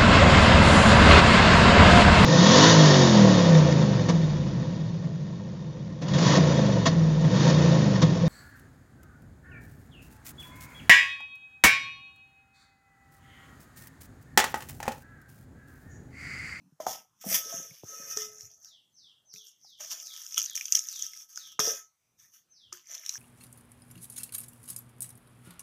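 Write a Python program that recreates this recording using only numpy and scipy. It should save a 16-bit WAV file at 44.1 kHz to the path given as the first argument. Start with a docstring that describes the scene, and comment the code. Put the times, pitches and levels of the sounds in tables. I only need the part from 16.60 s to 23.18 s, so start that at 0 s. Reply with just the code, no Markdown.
"""Crisp pastry is dropped, slid and crushed by hand in a thin steel bowl, close to a small microphone.
First come low slips of the gripped bowl and dull knocks; then crust and crumbs rustle as grains of noise.
Crust snaps in short noise bursts, and rubbing and blows set the bowl's modes ringing as fading sines.
From about 2 s a bird outside repeats a falling whistle, blurred by echoes; the snaps crowd near 4 s.
Later come a few more snaps and quieter rubbing. A faint, uneven hush lasts throughout."""
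import sys
import numpy as np
from scipy import signal
from scipy.fft import rfft, irfft
from scipy.io import wavfile
from scipy.ndimage import uniform_filter1d

SR = 44100
rng = np.random.default_rng(int(sys.argv[2]) if len(sys.argv) > 2 else 0)


def boost_factor(decibels):
    """Convert a level in decibels to a linear amplitude factor."""
    exponent = np.asarray(decibels, float) / 20
    return 10 ** exponent


def unload_wav(signal):
    """Save mono or channel-first audio to the path in sys.argv[1] as 16-bit WAV at rate SR, clipped to [-1, 1]."""
    wavfile.write(
        sys.argv[1],
        SR,
        np.round(np.clip(np.atleast_2d(signal).T, -1, 1) * 32767).astype(np.int16),
    )


N = 290178   # length in samples, about 6.6 s

# Colour of the faint background hush, before its bands swell and dip:
# (frequency [Hz], relative level [dB])
HUSH_COLOUR = [(18, -34), (30, -12), (49, -13), (109, 1.5), (437, -12.5), (1320, -10), (2290, -16),
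               (4530, -17), (5740, -9.5), (7270, -14), (15450, -18.5), (15620, -39.5)]
HUSH_DB = -79
# The bowl gripped, dragged and bumped; the fall time spans SWING_DB:
# (time at full strength [s], relative rumble level [dB], hold [s], fall [s], pitch [Hz])
BOWL_SLIPS = [(-0.003, -45, 0.0094, 0.037, 236), (0.04, -56.5, 0.03, 0.038, 216),
              (0.2, -46, 0.07, 0.066, 710), (0.226, -56, 0.0081, 0.035, 393),
              (0.266, -34, 0.038, 0.082, 790), (0.269, -52.5, 0.024, .1, 198.5),
              (0.566, -70.5, 0.065, 0.035, 188), (0.648, -44, 0.1, 0.12, 637),
              (0.658, -47, 0.089, 0.028, 194), (0.842, -51, 0.16, 0.14, 546),
              (0.95, -51.5, 0.042, 0.045, 177), (1.101, -53.5, 0.02, 0.02, 156),
              (1.295, -55, 0.19, 0.092, 515), (1.402, -64, 0.16, 0.5, 137), (1.58, -62.5, 0.033, 0.55, 664),
              (1.607, -64.5, 0.074, 0.25, 205), (1.821, -58.5, 0.05, 0.029, 108),
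              (2.742, -62, 0.009, 0.047, 173.7), (3.2, -54, 0.014, 0.11, 653), (3.29, -60, 0.02, 0.28, 668),
              (4.998, -41.5, 0.12, 0.049, 579), (4.999, -53.5, 0.022, 0.057, 181),
              (6.299, -61.5, 0.033, 0.18, 620)]
GRIP_RISE_S = 0.008   # time to rise by SWING_DB
GRIP_SPREAD_OCTAVES = 0.45   # this far from a grip's pitch, its level is 15 dB lower
SWING_DB = 20   # level change covered by each rise or fall time
# Dull knocks on table and food: (time [s], peak level [dB], main pitch [Hz], time to fade by 60 dB [s])
DULL_KNOCKS = [(.122, -54.5, 155, 0.074), (.202, -28, 624, 0.066), (.267, -16.5, 749, 0.025),
               (.642, -37.5, 706, 0.03), (.663, -32.5, 207, 0.044), (.925, -37, 673, 0.13),
               (1.0, -40, 340, 0.0062), (.94, -39.5, 212, 0.0067), (1.109, -48, 2230, 0.022),
               (1.235, -39, 112, 0.018), (1.235, -34.5, 364, 0.0097), (1.398, -48, 226, 0.022),
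               (3.047, -56.5, 790, 0.038), (3.206, -50, 600, 0.098), (3.2, -57, 817, 0.12),
               (3.776, -31.5, 1343, 0.056), (3.775, -49, 597, 0.047), (4.992, -17, 1210, 0.011),
               (4.993, -31.5, 218, 0.012), (5.074, -29, 458, 0.094), (6.125, -39.5, 1250, 0.023),
               (6.127, -53.5, 358, 0.16)]
# Strokes of hand, crust and crumbs rubbing; rise and fall times span SWING_DB:
# (time at full strength [s], level [dB], rise [s], hold [s], fall [s])
RUBBING_STROKES = [(0.203, -51.5, 0.0033, 0.015, 0.14), (0.267, -39, 0.0027, 0.027, 0.057),
                   (0.312, -39.5, .03, 0.0054, 0.089), (0.615, -49, 0.0083, 0.0011, 0.16),
                   (0.709, -33.5, .06, 0.03, 0.1062), (0.746, -28.5, .02, 0.015, 0.047),
                   (0.9, -46, 0.16, 0.058, 0.2), (1.149, -61, 0.087, 0.044, 0.043),
                   (1.284, -50, 0.075, 0.16, 0.15), (1.515, -41.5, 0.097, 0.0077, 0.034),
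                   (1.566, -41, 0.017, 0.045, 0.097), (1.798, -55, 0.21, 0, 0.22),
                   (2.058, -60, 0.091, 0.014, 0.06), (2.733, -53.5, 0.0037, 0.0041, 0.099),
                   (2.873, -54.5, 0.052, 0, 0.057), (3.073, -68.5, 0.32, 0, 0.23),
                   (3.207, -42.5, 0.017, 0, 0.28), (3.306, -36, 0.013, 0.025, 0.052),
                   (3.387, -49.5, 0.055, 0.39, 0.2), (3.776, -35.5, 0.017, 0, 0.13),
                   (3.951, -38, 0.0059, 0.034, 0.02), (4.006, -46.5, 0.042, 0.37, 0.091),
                   (4.13, -33.5, 0.011, 0.002, 0.03), (4.152, -31, 0.011, 0.0049, 0.056),
                   (4.306, -50, 0.069, 0.0092, 0.3), (4.426, -41.5, 0.087, 0.013, 0.092),
                   (4.526, -50, 0.049, 0.087, 0.067), (4.69, -55, 0.0076, 0.043, 0.06),
                   (4.777, -50, 0.039, 0.023, 0.09), (4.876, -54, 0.067, 0, .05),
                   (4.918, -53.5, .006, 0.0085, 0.015), (4.997, -25.5, 0.0023, 0.0041, 0.011),
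                   (5.03, -36.5, 0.016, 0.074, 0.055), (5.149, -44, 0.0045, 0.00026, 0.068),
                   (5.599, -64.5, 0.028, 0.044, 0.11), (5.74, -62, 0.041, 0.025, 0.082),
                   (6.124, -53, 0.0028, 0.048, 0.056), (6.314, -49, 0.073, 0.011, 0.18),
                   (6.493, -50, 0.22, 0.089, 0.081)]
# How each stage of the work sounds, held until the next, relative to the rustle:
# (start [s], sizzle [dB], crunch [dB], crackle [dB])
GRAIN_STAGES = [(0, -4.5, -6, -21.5), (.65, 3, -6, -20.5), (.83, -2, -10, -6.5), (1.25, -5, -13.5, -9),
                (1.7, -6.5, -19.5, 5.5), (2.7, -4, -29, 2.5), (3.19, -9, -10.5, -8.5),
                (3.42, -6, -17.5, -2.5), (3.74, -0.5, -10, 15.5), (3.94, -6.5, -21.5, 1),
                (4.6, -6.5, -14.5, -7.5), (4.99, -4.5, -11.5, 0), (5.5, -1.5, -8, -9), (6.1, -7, -10, 0)]
# How the bowl rings in each stage, held until the next, relative to the rustle:
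# (start [s], free modes [dB], modes damped by hand and food [dB], dense shimmer [dB])
RING_STAGES = [(0, -60, -40, -26.5), (.8, -41.5, -34.5, -1.5), (1.1, -63.5, -67, -12.5),
               (1.25, -30.5, -35.5, 0), (1.65, -56.5, -41, -4), (2.7, -65.5, -56, -6.5),
               (3.19, -66.5, -51.5, -14.5), (4.18, -72, -50.5, -16.5), (4.7, -63, -40.5, -6.5),
               (4.99, -52.5, -31.5, 0), (5.5, -72, -55, -8), (6.1, -66.5, -53, -12)]
# Colour of breaking crust: (frequency [Hz], relative level [dB])
CRUST_COLOUR = [(1530, -52.5), (2600, -13.5), (3420, -22.5), (4370, -19), (4800, -9), (5300, -1),
                (5550, 5.5), (6200, 3.5), (6950, 0.5), (7500, -15), (9000, -22.5), (11700, -47.5),
                (19800, -120)]
# Colour of the fine crumbs: (frequency [Hz], relative level [dB])
SIZZLE_COLOUR = [(4710, -32), (8000, -11.5), (11000, -5), (12900, 1.5), (15480, -5.5), (15620, -36)]
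# Colour of the thick folds: (frequency [Hz], relative level [dB])
CRUNCH_COLOUR = [(400, -45), (900, -20), (1010, -15), (1640, -9.5), (1820, -7.5), (3330, -2), (4200, -19),
                 (5460, -10), (9240, -120)]
# Main modes of the freely ringing bowl:
# (frequency [Hz], relative level [dB], time to fade by 60 dB [s])
BOWL_MODES = [(427, 0, .55), (696, -10, .6), (1292, -2, .42), (1351, -10, .2), (1577, -18, .2),
              (1800, -15, .25), (1846, -15, .35), (2051, -12, .35), (2500, -16, .3), (2735, -15, .25),
              (2993, -13, .3), (3280, -15, .3), (3564, -13, .3), (4533, -16, .3), (5095, -16, .25),
              (5507, -9, .25), (5809, -5, .2), (5943, -8, .2), (6035, -7, .2), (6309, -4, .2),
              (6420, -7, .2), (6562, -10, .2), (6934, -6, .2), (7280, -14, .2)]
DAMPED_SHARE = 0.51   # damped ringing time, as a share of each mode's free time
# Strength of the bowl's crowd of weak modes: (frequency [Hz], relative level [dB])
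WEAK_MODES = [(2700, -0.5), (3700, -6), (4200, -13.5), (5300, -10), (5600, 3.5), (9000, -1.5)]
# Blows that set the bowl ringing:
# (time [s], level of the lowest mode [dB], hardness [dB per octave], time until hand or food damps it [s])
BOWL_BLOWS = [(1.569, -37.5, -25, .4), (2.737, -64, -12, 0.14), (4.993, -35.5, -4.5, 0.17),
              (5.048, -51.5, 3.5, 0.144), (5.136, -69, 7, 0.12)]
# Crust breaking: (time [s], peak level [dB], thick fold above that peak [dB], thick fold pitch [Hz])
CRUST_SNAPS = [(.751, -19, -6, 2786), (1.572, -14, -16, 1313), (1.619, -23, -24.5, 4470),
               (1.808, -30, -34, 1275), (2.0463, -35.5, -22, 3676), (2.7386, -32, -20.5, 2210),
               (2.76, -40, -6.5, 2565), (3.2093, -31.5, -9.5, 2810), (3.247, -30, -17.5, 2390),
               (3.3132, -29, -8.5, 2880), (3.4, -30.5, -22.5, 3240), (3.47, -27, -19, 4170),
               (3.538, -34, -14, 2290), (3.5635, -31.5, -15, 2350), (3.664, -29, -26, 2403),
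               (3.709, -34, -19, 2357), (3.7226, -27.5, -13.5, 2310), (3.7434, -20.5, -28, 2924),
               (3.7783, -10, -14, 3125), (3.79, -17.5, -14, 3380), (3.798, -19.5, -15, 3320),
               (3.8166, -17.5, -43, 3306), (3.859, -21.5, -18.5, 3000), (3.897, -26.5, -33, 3700),
               (3.9539, -18, -24, 3350), (3.9759, -23.5, -3, 2398), (3.9963, -30, -21.5, 2930),
               (4.0101, -22, -3, 2440), (4.055, -20.5, -17, 3316), (4.0816, -27.5, -11.5, 3035),
               (4.123, -4.5, -34.5, 2583), (4.1495, -11, -22, 2180), (4.1525, -6.5, -17, 3203),
               (4.1625, -20.5, -17, 4120), (4.1715, -17.5, -20, 3874), (4.191, -16.5, -21.5, 3490),
               (4.2865, -20.5, -34, 2800), (4.395, -30.5, -9, 3300), (4.423, -16.5, -33, 3300),
               (4.534, -42.5, 0, 2110), (4.758, -28.5, -27, 3400), (4.774, -24.5, -12, 1470),
               (4.9933, -12, -19, 1210), (4.999, -22, -13.5, 1250), (5.053, -22.5, -24, 3000),
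               (5.0797, -19, -24, 2077), (6.127, -25.5, -26, 1330), (6.349, -27.5, -16, 4240),
               (6.379, -35, -8.5, 3780), (6.462, -25.5, -9, 3996), (6.4924, -16.5, -14.5, 4274),
               (6.539, -28.5, -18.5, 1220), (6.5545, -31.5, -6, 1710)]
# The bird's whistles: (start [s], average level [dB])
BIRD_CALLS = [(1.974, -64.5), (2.305, -63.5), (2.638, -61), (2.974, -62.5), (3.364, -55.5), (3.764, -54),
              (4.221, -54), (4.69, -57.5), (5.876, -65)]
# The course of one whistle: (time [s], pitch [Hz], relative level [dB])
WHISTLE_COURSE = [(0, 6170, -11.5), (.03, 6200, -1), (.06, 5150, 2), (.09, 3992, -4.5), (0.142, 3300, 2.5),
                  (.2, 2726, -18), (0.227, 2850, -22.5)]


def rms_one(x):
    """Scale a sound to an average (rms) strength of 1."""
    return x / np.sqrt(np.mean(x ** 2) + 1e-20)


def convolve(x, kernel):
    """Let every sample of x start a copy of the kernel; cut to the scene's length."""
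    return signal.fftconvolve(x, kernel)[:N]


def response(colour):
    """Minimum-phase pulse with the given colour, made by folding the cepstrum; energy 1."""
    hz, db = np.transpose(colour)
    grid = np.maximum(np.fft.rfftfreq(8192, 1 / SR), 1)
    log_strength = np.interp(np.log(grid), np.log(hz), db) * np.log(10) / 20
    cepstrum = irfft(log_strength)
    # move the backward half of the pulse's cepstrum forward in time
    cepstrum[1:4096] *= 2
    cepstrum[4097:] = 0
    pulse = irfft(np.exp(rfft(cepstrum)))[:4096]
    return pulse / np.sqrt(np.sum(pulse ** 2))


def ring(clicks, hz, t60):
    """A resonance: a unit click starts a sine of height 1 that fades by 60 dB in t60 seconds."""
    shrink = boost_factor(-60 / (t60 * SR))
    turn = 2 * np.pi * hz / SR
    return signal.lfilter([0, np.sin(turn)], [1, -2 * shrink * np.cos(turn), shrink ** 2], clicks + 1e-18)


def dying(shape, t60):
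    """Noise that fades by 60 dB in t60 seconds."""
    return rng.standard_normal(shape) * boost_factor(-60 * np.arange(shape[-1]) / SR / t60)


def add(out, s, sound):
    """Mix a sound into out, starting at s seconds."""
    i = round(s * SR)
    out[i:i + len(sound)] += sound[:N - i]


def grains(per_s, spread_db, smooth):
    """Tiny fractures of uneven size at random moments, over a smooth friction hiss; rms 1."""
    size_db = spread_db * np.minimum(rng.exponential(1, N), 3.5)
    sizes = boost_factor(size_db) * rng.choice([-1, 1], N)
    breaks = rng.random(N) < per_s / SR
    return rms_one(rms_one(sizes * breaks) + smooth * rng.standard_normal(N))


def swells(s, db, rise_s, hold_s, fall_s):
    """One dB envelope per event, on a millisecond grid: straight rise, hold, straight fall."""
    t = np.arange(0, N / SR, .001) - s[:, None]
    early = np.maximum(-t, 0) / rise_s[:, None]
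    late = np.maximum(t - hold_s[:, None], 0) / fall_s[:, None]
    return db[:, None] - SWING_DB * np.minimum(early + late, 8)


def at_samples(per_ms):
    """Spread millisecond values over all samples along straight lines."""
    return np.interp(np.arange(N) / SR, np.arange(len(per_ms)) / 1000, per_ms)


def together(envelopes_db):
    """Add the powers of all envelopes; gives one dB value per sample."""
    power = np.sum(boost_factor(2 * envelopes_db), axis=0)
    return at_samples(20 * np.log10(np.sqrt(power)))


def held(rows):
    """Hold each row's values until the next row starts."""
    s, *columns = np.transpose(rows)
    now = np.searchsorted(s[1:], np.arange(N) / SR)
    return [column[now] for column in columns]


def patchy(x, depth_db, patch_s, patch_hz):
    """Bands swell and dip in random patches of time and pitch; the treble stays more even."""
    z = signal.stft(x, nperseg=512, noverlap=384)[2]
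    field = rng.standard_normal(z.shape)
    # blur the random field twice along pitch, then twice along time
    for axis, size in ((0, patch_hz * 512 / SR), (1, patch_s * SR / 128)):
        for _ in range(2):
            field = uniform_filter1d(field, max(round(size), 1), axis=axis)
    share = 1 / (1 + (np.fft.rfftfreq(512, 1 / SR) / 8000) ** 4)   # less patchy towards the treble
    gain = boost_factor(depth_db * share[:, None] * rms_one(field))
    return signal.istft(z * rms_one(gain), nperseg=512, noverlap=384)[1][:N]


def background_hush():
    """A faint, uneven hush: coloured noise whose bands swell and dip."""
    noise = convolve(rng.standard_normal(N), response(HUSH_COLOUR))
    return boost_factor(HUSH_DB) * patchy(noise, depth_db=3.5, patch_s=0.11, patch_hz=400)


def handling():
    """Low slips where the bowl meets table and hand; each grip sounds around a pitch of its own."""
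    s, db, hold_s, fall_s, grip_hz = np.transpose(BOWL_SLIPS)
    grips = swells(s, db, GRIP_RISE_S + 0 * s, hold_s, fall_s)
    slips = grains(per_s=450, spread_db=6.0, smooth=0.31)
    out = np.zeros(N)
    for hz in np.geomspace(80, 1100, 16):
        off_db = 15.0 * (np.log2(grip_hz / hz) / GRIP_SPREAD_OCTAVES) ** 2
        band = ring(ring(slips, hz, 10.0 / hz), hz, 25.0 / hz)
        out += rms_one(band) * boost_factor(together(grips - off_db[:, None]) - 6)
    return out


def knocks():
    """Each knock is a damped thud: two fading modes, rounded by a soft contact."""
    out, click = np.zeros(N), signal.unit_impulse(8000)
    for s, db, hz, t60 in DULL_KNOCKS:
        modes = ring(click, hz, t60) + 0.12 * ring(click, 1.6 * hz, 0.99 * t60)
        contact = np.hanning(round(.4 * SR / hz) + 3)
        thud = np.diff(np.convolve(modes, contact))
        add(out, s, boost_factor(db) * thud / np.abs(thud).max())
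    return out


def crackle(per_s, spread_db, cycles):
    """Small flakes break at random, each ringing at one of twelve pitches; rms 1."""
    flakes = grains(per_s, spread_db, smooth=0)
    dealt = rng.integers(0, 12, N)
    pitches = np.geomspace(1500, 13000, 12)
    return rms_one(sum(rms_one(ring(flakes * (dealt == k), hz, cycles / hz))
                       for k, hz in enumerate(pitches)))


def ticks(per_s, spread_db):
    """Lesser snaps at random: lone bursts of noise, each a few milliseconds long; rms 1."""
    return rms_one(convolve(grains(per_s, spread_db, smooth=0), dying((400,), t60=0.013)))


def shimmer(count, t60, main_db, main_t60):
    """A thin shell has a crowd of weak, close modes around its main ones; their common ring, energy 1."""
    t = np.arange(12000) / SR
    crowd = np.exp(rng.uniform(np.log(1000), np.log(15000), count))
    start_turn = rng.random((count + len(BOWL_MODES), 1))
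    hz = np.append(crowd, [mode[0] for mode in BOWL_MODES])[:, None]
    is_main = (np.arange(len(hz)) >= count)[:, None]
    crowd_db = np.interp(hz, *np.transpose(WEAK_MODES)) - 60 * t / t60
    height_db = np.where(is_main, main_db - 60 * t / main_t60, crowd_db)
    sines = np.sin(2 * np.pi * (hz * t + start_turn))
    rings = np.sum(sines * hz ** .3 * boost_factor(height_db), axis=0)
    return rings / np.sqrt(np.sum(rings ** 2))


def rustle():
    """The same grains sound in crust, fine crumbs and thick folds; returns them and the push on the bowl."""
    level = together(swells(*np.transpose(RUBBING_STROKES)))
    sizzle_db, crunch_db, crackle_db = held(GRAIN_STAGES)
    free_db, damped_db, shimmer_db = held(RING_STAGES)
    fractures = grains(per_s=2000, spread_db=3.5, smooth=0.6)
    fractures += boost_factor(crackle_db) * crackle(per_s=1200, spread_db=5.5, cycles=16.0)
    fractures += boost_factor(crackle_db - 5.0) * ticks(per_s=230, spread_db=9.5)
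    # make room for the crackle and the shimmer, so that they do not raise the level much
    fractures /= np.sqrt(1 + boost_factor(2 * crackle_db) + boost_factor(2 * shimmer_db))
    out = convolve(fractures * boost_factor(level), response(CRUST_COLOUR))
    out += convolve(fractures * boost_factor(level + sizzle_db), response(SIZZLE_COLOUR))
    out += convolve(fractures * boost_factor(level + crunch_db), response(CRUNCH_COLOUR))
    out += convolve(out * boost_factor(shimmer_db), shimmer(count=150, t60=0.17, main_db=5.5, main_t60=0.17))
    # light, hard crumbs hardly move the lowest modes
    light = signal.butter(4, 950, "high", fs=SR, output="sos")
    push = signal.sosfilt(light, fractures * boost_factor(level + np.array([free_db, damped_db])))
    return patchy(out, depth_db=3.0, patch_s=0.081, patch_hz=600), push


def bowl(free, damped):
    """Rubbing and blows ring the modes; a soft blow favours the low ones, a touch ends the ring."""
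    out = np.zeros(N)
    lowest_hz = BOWL_MODES[0][0]
    for hz, db, t60 in BOWL_MODES:
        both = ring(free, hz, t60) + ring(damped, hz, DAMPED_SHARE * t60)
        out += boost_factor(db - 2.4 * np.log2(hz / lowest_hz)) * both
    click, t = signal.unit_impulse(26000), np.arange(26000) / SR
    for s, db, hardness_db, free_s in BOWL_BLOWS:
        rings = sum(boost_factor(mode_db + hardness_db * np.log2(hz / lowest_hz)) * ring(click, hz, t60)
                    for hz, mode_db, t60 in BOWL_MODES)
        touch_db = -990 * np.maximum(t - free_s, 0)   # falls 990 dB per second once touched
        add(out, s, boost_factor(db + touch_db) * rings)
    return out


def snaps():
    """Each snap is a brief burst of fracture with a faint crumbling tail; thick folds add a lower note."""
    shape = (len(CRUST_SNAPS), 2000)
    bursts = dying(shape, t60=0.009) + 0.077 * dying(shape, t60=0.018)
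    bursts *= np.minimum(np.arange(2000) / (0.00072 * SR), 1)   # the crack needs a moment to run
    bright = response(CRUST_COLOUR) + boost_factor(-19.5) * response(SIZZLE_COLOUR)
    bright = bright[:400] * np.hanning(800)[400:]
    out = np.zeros(N)
    for (s, db, fold_db, fold_hz), burst in zip(CRUST_SNAPS, bursts):
        thin = np.convolve(burst, bright)
        fold = ring(np.diff(burst), fold_hz, 24.0 / fold_hz)
        add(out, s, boost_factor(db) * thin / np.abs(thin).max())
        add(out, s, boost_factor(db + fold_db) * fold / np.abs(fold).max())
    return out


def bird():
    """Falling whistles from afar: mostly scattered echoes, which smear each into a noisy fan."""
    s, hz, db = np.transpose(WHISTLE_COURSE)
    t = np.arange(round(s[-1] * SR)) / SR
    cycles = np.cumsum(np.interp(t, s, hz)) / SR
    note = boost_factor(np.interp(t, s, db)) * np.sin(2 * np.pi * cycles)
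    lag = np.arange(12000) / SR
    echoes = dying((len(BIRD_CALLS), 12000), t60=0.98)
    echoes *= np.exp(-(lag / 0.16) ** 1.6) * np.minimum(lag / 0.02, 1)   # build up, then die away
    out = np.zeros(N)
    for (start, level_db), echo in zip(BIRD_CALLS, echoes):
        add(out, start, boost_factor(level_db) * rms_one(signal.fftconvolve(note, echo)))
    return out


def scene():
    """The near sounds gain a short room echo of fading noise; the bird is added as it is."""
    rubbing, push = rustle()
    near = handling() + knocks() + rubbing + bowl(*push) + snaps()
    room = rms_one(dying((9000,), t60=0.12)) / np.sqrt(9000)   # energy 1
    room_db = -11.0
    return (near + boost_factor(room_db) * convolve(near, room) + bird())[None]


def suppressor(x, threshold_db, memory, steepness):
    """Turns each frequency down as its recent power nears or sinks under a threshold: tails end early."""
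    z = signal.stft(x, nperseg=512, noverlap=384)[2]
    power_now = np.abs(z) ** 2
    power = signal.lfilter([1 - memory], [1, -memory], power_now, axis=-1)
    power = np.maximum(power, 0.23 * power_now)   # onsets open it at once
    gain = (power / (power + boost_factor(2 * threshold_db))) ** steepness
    return signal.istft(z * gain, nperseg=512, noverlap=384)[1][..., :N]


def band_limit(x):
    """A steep low-pass at the top of the band."""
    return signal.sosfilt(signal.butter(12, 16500, fs=SR, output="sos"), x)


def record(dry):
    """The microphone drops the deep bass and the top; noise is suppressed and a faint hush added."""
    thin = signal.sosfilt(signal.butter(4, 100, "high", fs=SR, output="sos"), dry)
    thin = signal.sosfilt(signal.cheby2(20, 30, 15600, fs=SR, output="sos"), thin)
    cleaned = suppressor(thin, threshold_db=-99, memory=0.27, steepness=0.93)
    return band_limit(cleaned + background_hush())


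dry = scene()
out = record(dry)
unload_wav(out)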